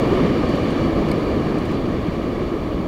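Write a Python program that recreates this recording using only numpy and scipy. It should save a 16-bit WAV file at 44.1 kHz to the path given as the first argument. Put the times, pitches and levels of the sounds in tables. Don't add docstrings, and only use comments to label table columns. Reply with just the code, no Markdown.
import sys
import numpy as np
from scipy import signal
from scipy.io import wavfile
from scipy.ndimage import uniform_filter1d

SR = 44100
rng = np.random.default_rng(int(sys.argv[2]) if len(sys.argv) > 2 else 0)


def master_out(mix):
    frames = np.transpose(np.atleast_2d(mix))
    ceiling = np.clip(frames, -1, 1)
    pcm = np.round(ceiling * 32767).astype(np.int16)
    wavfile.write(sys.argv[1], SR, pcm)


def elevation(decibels):
    levels = np.asarray(decibels, float)
    return 10 ** (levels / 20)


N = 126567

# (time [s], level [dB])
WAVE_LEVEL = [(0, -17), (.12, -16.5), (.27, -17), (.32, -19.5), (.45, -19), (.7, -20), (.97, -19),
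              (1.06, -19), (1.4, -20.5), (1.6, -21.5), (1.8, -22), (2.1, -23), (2.5, -23.5), (2.87, -23.5)]
# (frequency [Hz], density [dB per Hz])
ROAR_TONE = [(40, -23), (110, -5.5), (190, -1), (360, -0.5), (450, -6), (600, -9.5), (880, -19.5),
             (1200, -16.5), (1300, -22.5), (1450, -32), (2300, -37.5), (5000, -80)]
# (time [s], level [dB])
FOAM_LEVEL = [(0, -37.5), (.15, -37), (.3, -37.5), (.6, -37.5), (.8, -38), (.95, -39.5), (1.2, -39.5),
              (1.4, -40.5), (1.48, -40), (1.6, -41.5), (1.72, -40.5), (1.8, -42.5), (2.2, -42.5),
              (2.5, -43.5), (2.87, -45)]
# (frequency [Hz], density [dB per Hz])
HISS_TONE = [(600, -13.5), (1200, -2), (1800, 0), (2400, 0), (2550, -5.5), (2900, -2.5), (3600, -8),
             (3750, -9), (4050, -9.5), (4600, -7), (5050, -19.5), (5350, -15.5), (5900, -20), (6300, -21),
             (7200, -22.5), (7800, -28.5), (10000, -31), (12000, -34.5), (13000, -45), (15700, -44)]
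# (time [s], level [dB], centre frequency [Hz])
SPLASHES = [(.487, -37, 2200), (.55, -39, 2800), (.70, -39, 3000), (1.082, -38, 2200), (1.58, -41.5, 3600),
            (1.65, -41, 3500), (1.71, -42, 3300)]
# (time [s], level [dB])
TICK_TAPS = [(1.1141, -32), (1.1164, -33.5), (1.1186, -43)]
# (frequency [Hz], level re tap [dB], T60 [s], lag [s])
TICK_MODES = [(4280, 6.5, 0.011, 0), (2200, 3.5, .018, .0022), (4720, 2, .011, 0), (8050, -8, .01, .0008),
              (8950, -5, .014, .001)]
# (frequency [Hz], density [dB per Hz])
RUMBLE_TONE = [(10, -28), (22, 3), (60, 11), (110, 5.5), (200, -14), (400, -45)]
# (frequency [Hz], density [dB per Hz])
SEA_TONE = [(3000, -4), (6000, 10), (9000, -3), (11500, -2), (12200, -7), (14500, -6), (15700, -2)]
# (delay [s], share of the direct sound [ratio])
ECHOES = [(0.00173, 0.19), (0.00088, 0.047)]

WAVE_TRIM_DB, FOAM_TRIM_DB = 0.5, 2
FIZZ_RE_HISS_DB, POPS_PER_S, POP_SPREAD_DB = -11.5, 2300, -2.5
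SPLASH_RISE_S, SPLASH_T60_S, SPLASH_EDGE_RATIO = 0.005, 0.08, 1.3
PUFF_T60_S, PUFF_RE_TAP_DB, PUFF_LOW_HZ, PUFF_HIGH_HZ = 0.013, -5.5, 6400, 11000
TAP_RISE_S = 0.0005
RUMBLE_DB, RUMBLE_DB_PER_WAVE_DB = -30, 0.4
SEA_DB, SEA_DB_PER_FOAM_DB = -68, 0.5
ECHO_LOW_HZ, ECHO_HIGH_HZ = 670, 6000
EDGE_HZ = 15760


def evened(x):
    return x / np.sqrt(np.mean(x ** 2) + 1e-20)


def tone(points, hz):
    f, db = np.transpose(points)
    return np.interp(np.log(hz + 1), np.log(f + 1), db)


def level(points):
    return np.interp(np.arange(N) / SR, *np.transpose(points))


def wash(points, patchy_db, swell_db, flicker_db, size):
    frames = 4 * N // size + 10
    hz = np.fft.rfftfreq(size, 1 / SR)
    real, imag, patches = rng.standard_normal((frames, len(hz), 3)).T
    patches = uniform_filter1d(patches, size=size // 80, axis=0)
    patches = evened(uniform_filter1d(patches, size=8, axis=1))
    slow, quick = rng.standard_normal((frames, 2)).T
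    moves_db = swell_db * evened(uniform_filter1d(slow, size=24)) + flicker_db * quick
    gain_db = tone(points, hz)[:, None] + patchy_db * patches + moves_db
    spectra = (real + 1j * imag) * elevation(gain_db)
    noise = signal.istft(spectra, nperseg=size, noverlap=3 * size // 4)[1]
    return evened(noise[size:][:N])


def roar():
    noise = wash(ROAR_TONE, patchy_db=0.37, swell_db=0.1, flicker_db=0.32, size=1024)
    return elevation(level(WAVE_LEVEL) + WAVE_TRIM_DB) * noise


def fizz():
    size_db = POP_SPREAD_DB * np.minimum(rng.exponential(1, N), 5)
    pops = elevation(size_db) * (rng.random(N) < POPS_PER_S / SR)
    pops *= rng.choice([-1., 1.], N)
    gain = elevation(tone(HISS_TONE, np.fft.rfftfreq(N, 1 / SR)))
    return evened(np.fft.irfft(np.fft.rfft(pops) * gain, N))


def foam():
    hiss = wash(HISS_TONE, patchy_db=1.05, swell_db=0.27, flicker_db=0.5, size=512)
    return elevation(level(FOAM_LEVEL) + FOAM_TRIM_DB) * (hiss + elevation(FIZZ_RE_HISS_DB) * fizz())


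def splashes():
    t, out = np.arange(3000) / SR, np.zeros(N)
    shape = np.minimum(t / SPLASH_RISE_S, 1) * elevation(-60 * t / SPLASH_T60_S)
    for time_s, db, hz in SPLASHES:
        edges_hz = [hz / SPLASH_EDGE_RATIO, hz * SPLASH_EDGE_RATIO]
        band = signal.butter(1, edges_hz, "band", fs=SR)
        burst = evened(signal.lfilter(*band, rng.standard_normal(3000)))
        out[round(time_s * SR):][:3000] += elevation(db) * shape * burst
    return out


def tick():
    t, out = np.arange(1500) / SR, np.zeros(N)
    band = signal.butter(1, [PUFF_LOW_HZ, PUFF_HIGH_HZ], "band", fs=SR)
    ring = np.zeros(1500)
    for hz, db, t60_s, lag_s in TICK_MODES:
        since_s = t - lag_s
        ring += elevation(db - 60 * since_s / t60_s) * (since_s >= 0) * np.sin(2 * np.pi * hz * since_s)
    rise = np.minimum(t / TAP_RISE_S, 1)
    for time_s, db in TICK_TAPS:
        noise = evened(signal.lfilter(*band, rng.standard_normal(1500)))
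        puff = noise * elevation(PUFF_RE_TAP_DB - 60 * t / PUFF_T60_S)
        out[round(time_s * SR):][:1500] += elevation(db) * rise * (puff + ring)
    return out


def rumble():
    wave_db = level(WAVE_LEVEL)
    follow_db = RUMBLE_DB_PER_WAVE_DB * uniform_filter1d(wave_db - wave_db.mean(), size=12000)
    lumps = wash(RUMBLE_TONE, patchy_db=0.5, swell_db=0.4, flicker_db=0.5, size=2048)
    return elevation(RUMBLE_DB + follow_db) * lumps


def open_sea():
    foam_db = level(FOAM_LEVEL)
    follow_db = SEA_DB_PER_FOAM_DB * (foam_db - foam_db.mean())
    hiss = wash(SEA_TONE, patchy_db=1.1, swell_db=0.4, flicker_db=1.2, size=512)
    return elevation(SEA_DB + follow_db) * hiss


def near_surface(x):
    hz = np.fft.rfftfreq(N, 1 / SR)
    low_cut = 1 / (1 + (ECHO_LOW_HZ / (hz + 1)) ** 4)
    high_cut = 1 / (1 + (hz / ECHO_HIGH_HZ) ** 2)
    delayed = sum(share * np.exp(-2j * np.pi * hz * delay_s) for delay_s, share in ECHOES)
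    return np.fft.irfft(np.fft.rfft(x) * (1 + low_cut * high_cut * delayed), N)


def scene():
    shore = roar() + foam() + splashes() + rumble() + open_sea()
    return (near_surface(shore) + tick())[None]


def roll_off(x):
    return signal.sosfilt(signal.butter(12, 16120, fs=SR, output="sos"), x)


def record(dry):
    edge = signal.firwin(1023, EDGE_HZ, window=("kaiser", 9), fs=SR)
    mix = signal.oaconvolve(dry, edge[None], "same")
    return roll_off(mix)


dry = scene()
out = record(dry)
master_out(out)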